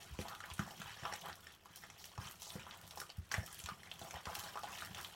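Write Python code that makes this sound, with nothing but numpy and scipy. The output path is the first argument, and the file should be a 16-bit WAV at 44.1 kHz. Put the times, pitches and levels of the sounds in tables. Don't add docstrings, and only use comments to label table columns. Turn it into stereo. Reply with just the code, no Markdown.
import sys
import numpy as np
from scipy import signal
from scipy.fft import rfft, irfft
from scipy.io import wavfile

SR = 44100
rng = np.random.default_rng(int(sys.argv[2]) if len(sys.argv) > 2 else 0)


def store_wav(level_fs):
    pcm = np.round(np.clip(np.atleast_2d(level_fs), -1, 1) * 32767)
    wavfile.write(sys.argv[1], SR, pcm.T.astype(np.int16))


N = 227291

# t/s, level/dB
EFFORT = [(0.0, -51), (0.24, -54), (0.4, -56), (0.66, -52), (1.13, -50), (1.32, -55), (1.59, -63.5),
          (2.25, -56), (2.42, -59), (2.94, -53), (3.13, -58), (3.36, -64.5), (3.49, -60), (3.87, -54.5),
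          (4.12, -52), (4.22, -54.5), (4.78, -50), (5.15, -51)]
# t/s, length/s, squelch level/dB, typical pocket f/Hz, crackle level/dB
DRAGS = [(0.193, 0.042, -55.5, 2370, -56), (0.23, 0.095, -51, 1090, -65), (0.422, 0.058, -53.5, 1470, -69),
         (0.567, 0.063, -53.5, 1240, -59), (0.65, 0.063, -53.5, 930, -62),
         (0.85, 0.079, -51.5, 1790, -61.5), (1.018, 0.046, -48, 1120, -80),
         (1.114, 0.019, -47.5, 2000, -69), (1.232, 0.039, -48, 1020, -79), (1.434, 0.094, -59.5, 2540, -74),
         (1.68, 0.1, -65.5, 1150, -74), (1.755, 0.012, -79, 2410, -54.5),
         (1.812, 0.037, -59.5, 1880, -60.5), (1.978, 0.088, -66, 2960, -59),
         (2.204, 0.088, -51.5, 1640, -55.5), (2.393, 0.15, -67, 3500, -54), (2.512, 0.23, -56, 1270, -68.5),
         (2.967, 0.038, -59, 1220, -53.5), (3.307, 0.062, -48.5, 1920, -59), (3.371, 0.075, -63, 640, -61),
         (3.449, 0.16, -63.5, 2020, -59.5), (3.665, 0.049, -52, 1200, -61), (3.846, 0.026, -58, 2230, -86),
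         (3.995, 0.085, -55, 1000, -59.5), (4.137, 0.018, -47.5, 1260, -85),
         (4.276, 0.028, -47.5, 960, -56), (4.335, 0.14, -54.5, 1270, -54.5),
         (4.622, 0.074, -50.5, 1220, -59), (4.715, 0.098, -52, 2160, -55.5), (4.82, 0.02, -53, 1300, -75),
         (4.961, 0.026, -44.5, 1430, -56)]
# f/Hz, level/dB
POCKET_COLOUR = [(300, -8.5), (560, -20.5), (680, 5), (820, 3.5), (1300, 2.5), (1800, 2.5), (2200, -4.5),
                 (3200, 9), (5000, -10.5), (9000, -4), (15500, -36)]
# f/Hz, level/dB
FILM_COLOUR = [(300, -32), (1500, -32), (3000, 3), (5000, 9.5), (9500, 8.5), (11800, -6.5), (15500, 6.5)]
# t/s, damped sine level/dB, nominal f/Hz, snap level/dB
SNAPS = [(.189, -33, 475, -26.5), (0.189, -29.5, 2770, -31), (.213, -38, 2430, -20.5),
         (.254, -33.5, 920, -35), (.283, -34, 4480, -16.5), (.35, -31, 3480, -39), (.404, -29, 1400, -22),
         (.439, -28, 1550, -35), (.501, -32.5, 1060, -21), (0.514, -28.5, 2740, -42),
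         (.536, -23.5, 9200, -34), (.593, -18, 1550, -16), (.708, -33, 830, -24.5),
         (.817, -28, 1510, -20.5), (.818, -30, 2740, -45), (1.052, -20.5, 1270, -23),
         (1.054, -25, 3020, -37), (1.062, -30.5, 870, -40), (1.125, -29, 845, -19.5),
         (1.137, -37, 810, -15.5), (1.154, -32.5, 1950, -35), (1.217, -33.5, 3340, -51),
         (1.257, -27, 1000, -47), (1.287, -29, 820, -36), (1.298, -26, 1600, -26),
         (1.329, -30.5, 3940, -36), (1.469, -32, 1780, -26.5), (1.657, -37, 1140, -27.5),
         (1.837, -30, 1920, -26), (1.901, -35, 2210, -22), (2.042, -41, 2800, -23.5),
         (2.178, -27.5, 1030, -25.5), (2.42, -23.5, 5860, -25), (2.468, -36.5, 955, -42),
         (2.504, -26, 3540, -47), (2.555, -34, 524, -29), (2.596, -31.5, 2600, -42),
         (2.667, -31, 1100, -35), (2.71, -29, 3470, -38), (2.909, -32.5, 3930, -24.5),
         (2.974, -27.5, 1030, -21), (3.001, -28, 5400, -15.5), (3.016, -27, 1390, -23),
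         (3.094, -37.5, 910, -31), (3.101, -30, 4500, -44), (3.3157, -22.5, 1590, -16),
         (3.315, -22, 4570, -27), (3.322, -19, 6500, -40), (3.341, -16.5, 1910, -10),
         (3.3415, -29.5, 653, -35), (3.348, -23, 1910, -38), (3.38, -36.5, 610, -50),
         (3.431, -41.5, 617, -50), (3.477, -34, 1310, -34), (3.528, -26, 8900, -31),
         (3.591, -25.5, 10000, -26), (3.6, -28, 7340, -25.5), (3.639, -27, 7050, -27),
         (3.66, -33.5, 3400, -15), (3.688, -22, 1220, -20.5), (3.833, -36, 2060, -27.5),
         (3.873, -35, 2030, -40), (3.915, -25, 3220, -20.5), (4.015, -33.5, 700, -22),
         (4.109, -28, 2450, -17), (4.141, -26.5, 895, -22), (4.167, -36.5, 780, -35),
         (4.255, -34.5, 850, -16), (4.269, -22, 1030, -26), (4.331, -30, 1520, -26),
         (4.353, -30, 3700, -11), (4.365, -33, 770, -45), (4.438, -34, 840, -24), (4.556, -23, 1070, -25),
         (4.573, -21.5, 1300, -25), (4.634, -29.5, 807, -21), (4.641, -33, 794, -35),
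         (4.761, -43, 3800, -30), (4.822, -23.5, 1530, -40), (4.873, -31.5, 1780, -33),
         (4.947, -26.5, 3180, -17), (5.047, -23, 3600, -27)]
# t/s, length/s, level/dB, first f/Hz, last f/Hz
HOLLOWS = [(0.249, 0.076, -53.5, 1210, 1290), (1.066, 0.059, -51, 1180, 1130),
           (1.092, 0.048, -55, 766, 860), (1.277, 0.016, -51, 1440, 1620),
           (3.346, 0.048, -48.5, 1915, 1775), (4.157, 0.012, -55, 1680, 1410),
           (4.276, 0.027, -58, 1190, 1050), (4.379, 0.11, -56, 1440, 1603), (4.682, 0.03, -55, 925, 850),
           (4.83, 0.046, -58, 1870, 1800), (4.976, 0.021, -60, 1020, 1145)]
# t/s, level/dB, rocking f/Hz, contact length/s
KNOCKS = [(.104, -40, 74, 0.01), (.118, -32.5, 74, .011), (.19, -37, 90, 0.0011), (.213, -50, 190, 0.0026),
          (.511, -36.5, 81.6, 0.0087), (.593, -32.5, 180, 0.0032), (.622, -45, 181, 0.0025),
          (0.799, -46.5, 178, 0.0037), (1.026, -47.5, 144, 0.0031), (2.181, -35, 125, 0.0069),
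          (2.205, -46.5, 159, 0.0031), (2.253, -45.5, 162, 0.0063), (2.554, -42, 181, 0.002),
          (2.586, -53, 180, 0.0026), (3.18, -29.5, 91, 0.0081), (3.204, -59, 180, 0.0027),
          (3.341, -48, 96, 0.00072), (3.378, -27, 102, 0.0072), (3.408, -47, 165, 0.0043),
          (3.638, -38, 81, 0.0077), (3.717, -47, 175, 0.0038), (4.016, -49.5, 114, 0.0014),
          (4.143, -40, 89, 0.0072), (4.267, -38.5, 90, 0.0061), (4.907, -47, 185, .0046)]
# f/Hz, level/dB, t60/s
BOWL_MODES = [(180, -0.5, 0.075), (220, -20.5, 0.45), (288, 7, 0.0093), (369, -9.5, 0.11),
              (508, -15.5, 0.043), (640, -16, 0.084), (836, -12, 0.062), (1197, -19.5, 0.22),
              (1410, -30, .1), (1496, -24, 0.087), (1890, -18, 0.14), (2308, -16.5, .1), (2960, -28, .07)]
# f/Hz, level/dB
RUMBLE_COLOUR = [(25, -17), (50, -10.5), (90, 6.5), (130, -3.5), (180, 2.5), (260, -15.5), (370, -8),
                 (600, -38), (1200, -72), (16000, -85)]
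# f/Hz, t60/s
KITCHEN_T60 = [(100, 0.24), (1000, 0.18), (4000, 0.093), (15000, 0.21)]
# f/Hz, level/dB
QUIET_COLOUR = [(15, -29), (25, -10), (204, -19), (260, -21), (399, -17), (648, -24), (1170, -27),
                (1300, -23.5), (1900, -27), (15500, -64)]

CREEP_SQUELCH_DB, CREEP_CRACKLE_DB = -5.5, -10.5
DRAG_ATTACK_S, DRAG_RELEASE_DB_PER_S = 0.029, 313
POCKETS_PER_S, POCKET_RISE = 105, .08
CLUMP_DB, WANDER_DB = 1.3, 1.5
SPATTER_DB, SPATTER_S = -25, 0.0029
ROCK_T60_S = .065
RUMBLE_DB, RUMBLE_FOLLOWS = -66, 0.52
STROKES_PER_S = 2.6
QUIET_DB = -69
CUTOFF_HZ = 16050


def from_db(db):
    return 10 ** (np.asarray(db) / 20)


def rms_one(x):
    return x / np.sqrt(np.mean(x ** 2) + 1e-20)


def at_hz(points, hz):
    known, values = np.transpose(points)
    return np.interp(np.log(np.maximum(hz, 1)), np.log(known), values)


def shares(level_db):
    power = from_db(level_db) ** 2
    return power / power.sum()


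def cut(x, hz, kind, order=2):
    sections = signal.butter(order, np.clip(hz, 10, .48 * SR), kind, fs=SR, output="sos")
    return signal.sosfilt(sections, x + 1e-18)


def drift(rate_hz):
    step = 40
    pole = np.exp(-2 * np.pi * step * rate_hz / SR)
    noise = rng.standard_normal(N // step + 2002)
    slow = signal.lfilter([1], [1, -2 * pole, pole ** 2], noise)[2000:]
    return np.interp(np.arange(N) / step, np.arange(len(slow)), rms_one(slow))


def ring(force, hz, t60):
    radius, angle = np.exp(-np.log(1000) / (t60 * SR)), 2 * np.pi * hz / SR
    return signal.lfilter([0, np.sin(angle)], [1, -2 * radius * np.cos(angle), radius ** 2], force + 1e-18)


def add(track, s, sound):
    start = max(round(s * SR), 0)
    track[start:start + len(sound)] += sound[:N - start]


def coloured_noise(spectrum, side_db):
    gain = from_db(at_hz(spectrum, np.arange(N // 2 + 1) * SR / N))
    mid, side = irfft(rfft(rng.standard_normal((2, N))) * gain, N)
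    return rms_one(mid + from_db(side_db) * side * np.array([[1], [-1]]))


def stirring(pitches, squelch, tearing, tick_db=-3):
    power = squelch + np.outer(shares(at_hz(FILM_COLOUR, pitches)), tearing)
    clumping = from_db(CLUMP_DB * drift(50))
    swarm = np.zeros(N)
    for hz, size_power in zip(pitches, power):
        level = np.sqrt(size_power) * from_db(WANDER_DB * drift(10.2))
        per_s = POCKETS_PER_S * (hz / 1000) ** .4
        swarm += level * pockets(hz, per_s, cycles=10.6, spread_db=4.5, clumping=clumping)
    return swarm + from_db(tick_db) * np.sqrt(tearing) * film_ticks()


def mash_power(pitches, focus_db=7):
    effort_db = np.interp(np.arange(N) / SR, *np.transpose(EFFORT))
    colour_db = at_hz(POCKET_COLOUR, pitches)
    squelch = np.outer(shares(colour_db), from_db(effort_db + CREEP_SQUELCH_DB) ** 2)
    tearing = from_db(effort_db + CREEP_CRACKLE_DB) ** 2
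    swells, swarms, crackles = [], [], []
    for start, length, squelch_db, pitch_hz, crackle_db in DRAGS:
        octaves_off = np.abs(np.log2(pitches / pitch_hz))
        swells.append(drag_swell(start, length) ** 2)
        swarms.append(from_db(squelch_db) ** 2 * shares(colour_db - focus_db * octaves_off))
        crackles.append(from_db(crackle_db) ** 2)
    swells = np.array(swells)
    return squelch + np.transpose(swarms) @ swells, tearing + np.array(crackles) @ swells


def drag_swell(start, length):
    age = np.arange(N) / SR - start
    attack = np.clip(age / DRAG_ATTACK_S + .5, 0, 1)
    return attack * from_db(-np.clip(DRAG_RELEASE_DB_PER_S * (age - length), 0, 100))


def pockets(hz, per_s, cycles, spread_db, clumping):
    born = np.flatnonzero(rng.random(N) < per_s * clumping / SR)
    size, sign = rng.random((2, 4000))[:, :len(born)]
    born, clicks = born[:len(size)], np.zeros(N)
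    clicks[born] = from_db(spread_db * np.minimum(-np.log(size), 3)) * np.sign(sign - .5)
    blips = signal.oaconvolve(clicks * np.sqrt(clumping), rising_blip(hz, cycles, POCKET_RISE))[:N]
    return rms_one(cut(blips, hz * 0.53, "high"))


def rising_blip(hz, cycles, rise):
    t = np.arange(SR // 20) / SR
    age = t * hz / cycles
    phase = 2 * np.pi * np.cumsum(hz * (1 + rise * (np.minimum(age, 1) - .25))) / SR
    onset = 1 - np.exp(-t * hz * 4)
    return np.sin(phase) * np.exp(-np.log(1000) * age) * onset


def film_ticks(per_s=75, spread_db=14.5, low_hz=3000, high_hz=15500):
    sizes = from_db(spread_db * np.minimum(rng.exponential(1, N), 2.5)) * rng.choice([-1, 1], N)
    ticks = sizes * (rng.random(N) < per_s / SR)
    return rms_one(cut(ticks, [low_hz, high_hz], "band", order=1))


def pops_ticks_and_slaps(cycles=11.0, rise=0.051, snap_s=0.0023, shred_db=-15):
    out, t = np.zeros(N), np.arange(SR // 20) / SR
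    noises = rng.standard_normal((len(SNAPS), len(t)))
    for (s, sine_db, hz, snap_db), noise in zip(SNAPS, noises):
        click = (t == 0) + from_db(shred_db) * noise * np.exp(-t / snap_s)
        snap = cut(cut(click, 1370, "high", order=1), 5900, "low")
        add(out, s, from_db(sine_db) * rising_blip(hz, cycles, rise) + from_db(snap_db) * snap)
    return cut(out, 370, "high")


def spatter(pitches, focus_db=4):
    power, t = np.zeros((len(pitches), N)), np.arange(SR // 20) / SR
    for s, sine_db, hz, snap_db in SNAPS:
        octaves_off = np.abs(np.log2(pitches / hz))
        sizes = shares(at_hz(POCKET_COLOUR, pitches) - focus_db * octaves_off)
        start = round(s * SR)
        spray = from_db(sine_db + SPATTER_DB) ** 2 * np.exp(-t / SPATTER_S)
        power[:, start:start + len(t)] += np.outer(sizes, spray)
    return power


def hollows(slips_per_s=700, width_hz=190):
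    out, t = np.zeros(N), np.arange(SR // 4) / SR
    for start, length, level_db, first_hz, last_hz in HOLLOWS:
        slips = rng.standard_normal(len(t)) * (rng.random(len(t)) < slips_per_s / SR)
        glide_hz = np.interp(t, [0, length], [first_hz, last_hz])
        turn = np.exp(2j * np.pi * np.cumsum(glide_hz) / SR)
        envelope = signal.lfilter([1], [1, -np.exp(-np.pi * width_hz / SR)], slips / turn + 1e-18)
        fade_db = DRAG_RELEASE_DB_PER_S * np.maximum(t - length, 0)
        add(out, start, rms_one(np.real(turn * envelope)) * from_db(level_db - fade_db))
    return out


def knocks(snapping, coupling_db=-36):
    force, rocking, t = from_db(coupling_db) * snapping, np.zeros(N), np.arange(SR // 4) / SR
    for s, level_db, rock_hz, contact_s in KNOCKS:
        push = np.sin(np.pi * np.minimum(t / contact_s, 1)) ** 2
        push *= from_db(level_db) / push.sum()
        add(force, s, push)
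        add(rocking, s, ring(push, rock_hz, ROCK_T60_S))
    wall = np.zeros(N)
    for k, (hz, db, t60) in enumerate(BOWL_MODES):
        wall += from_db(db) * ring(force, hz, t60) * (-1) ** k
    return cut(rocking + wall, 66.4, "high", order=4)


def shaking(squelch, uneven_db=2.5):
    push_db = 10 * np.log10(squelch.sum(axis=0))
    level_db = RUMBLE_DB + RUMBLE_FOLLOWS * (push_db - push_db.mean()) + uneven_db * drift(22.0)
    return from_db(level_db) * coloured_noise(RUMBLE_COLOUR, side_db=-13)


def direct_path(x, lag_s=.00007, left_db=-7, left_treble_db=-8):
    n = np.arange(N)
    left = from_db(left_db) * x + from_db(left_treble_db) * cut(x, 5900, "high", order=1)
    lag = lag_s * SR * np.sin(2 * np.pi * STROKES_PER_S * n / SR)
    return np.array([np.interp(n - lag, n, left), x])


def bowl_echoes(x, first_s=0.00038, t60=0.028, echo_db=-3.0, count=5):
    t = np.arange(SR // 20) / SR
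    echoes = rng.standard_normal((count, 2, len(t))) * np.exp(-np.log(1000) * t / t60) * (t > first_s)
    echoes /= np.sqrt(np.sum(echoes ** 2, axis=2, keepdims=True))
    weights = np.array([drift(44.4) for pattern in echoes])
    weights /= np.sqrt(np.sum(weights ** 2, axis=0))
    reflected = signal.oaconvolve(x[None, None], echoes, axes=2)[..., :N]
    return from_db(echo_db) * np.sum(weights[:, None] * reflected, axis=0)


def wall_scatter(x, above_hz=2200, scatter_db=-6, t60=0.0087):
    t = np.arange(SR // 50) / SR
    paths = rng.standard_normal((2, len(t))) * np.exp(-np.log(1000) * t / t60)
    paths /= np.sqrt(np.sum(paths ** 2, axis=1, keepdims=True))
    treble = cut(x, above_hz, "high")
    return from_db(scatter_db) * signal.oaconvolve(treble[None], paths, axes=1)[:, :N]


def kitchen(x, first_s=0.006):
    t, edges = np.arange(SR // 2) / SR, np.geomspace(50, 17000, 9)
    tail = np.zeros((2, len(t)))
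    for low, high in zip(edges, edges[1:]):
        t60 = at_hz(KITCHEN_T60, np.sqrt(low * high))
        band = cut(rng.standard_normal((2, len(t))), [low, high], "band")
        tail += band * np.exp(-np.log(1000) * t / t60)
    tail *= t > first_s
    return signal.fftconvolve(x[None], tail / np.sqrt(np.sum(tail ** 2) / 2), axes=1)[:, :N]


def quiet_background():
    return from_db(QUIET_DB) * coloured_noise(QUIET_COLOUR, side_db=1.5)


def scene():
    pitches = np.geomspace(330, 15300, 30)
    squelch, tearing = mash_power(pitches)
    snapping = pops_ticks_and_slaps()
    wet = stirring(pitches, squelch + spatter(pitches), tearing) + snapping + hollows()
    knocking = knocks(snapping)
    direct = from_db(-2.5) * direct_path(wet)
    body = (knocking + shaking(squelch)) * from_db([[-1.2], [1.3]])
    echoes = bowl_echoes(wet) * from_db([[-1.2], [.8]]) + wall_scatter(wet)
    room = kitchen(from_db(-6.5) * wet + from_db(-10.0) * knocking)
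    return direct + body + echoes + room + quiet_background()


def record(dry):
    return signal.sosfilt(signal.ellip(10, .2, 70, CUTOFF_HZ, fs=SR, output="sos"), dry)


dry = scene()
out = record(dry)
store_wav(out)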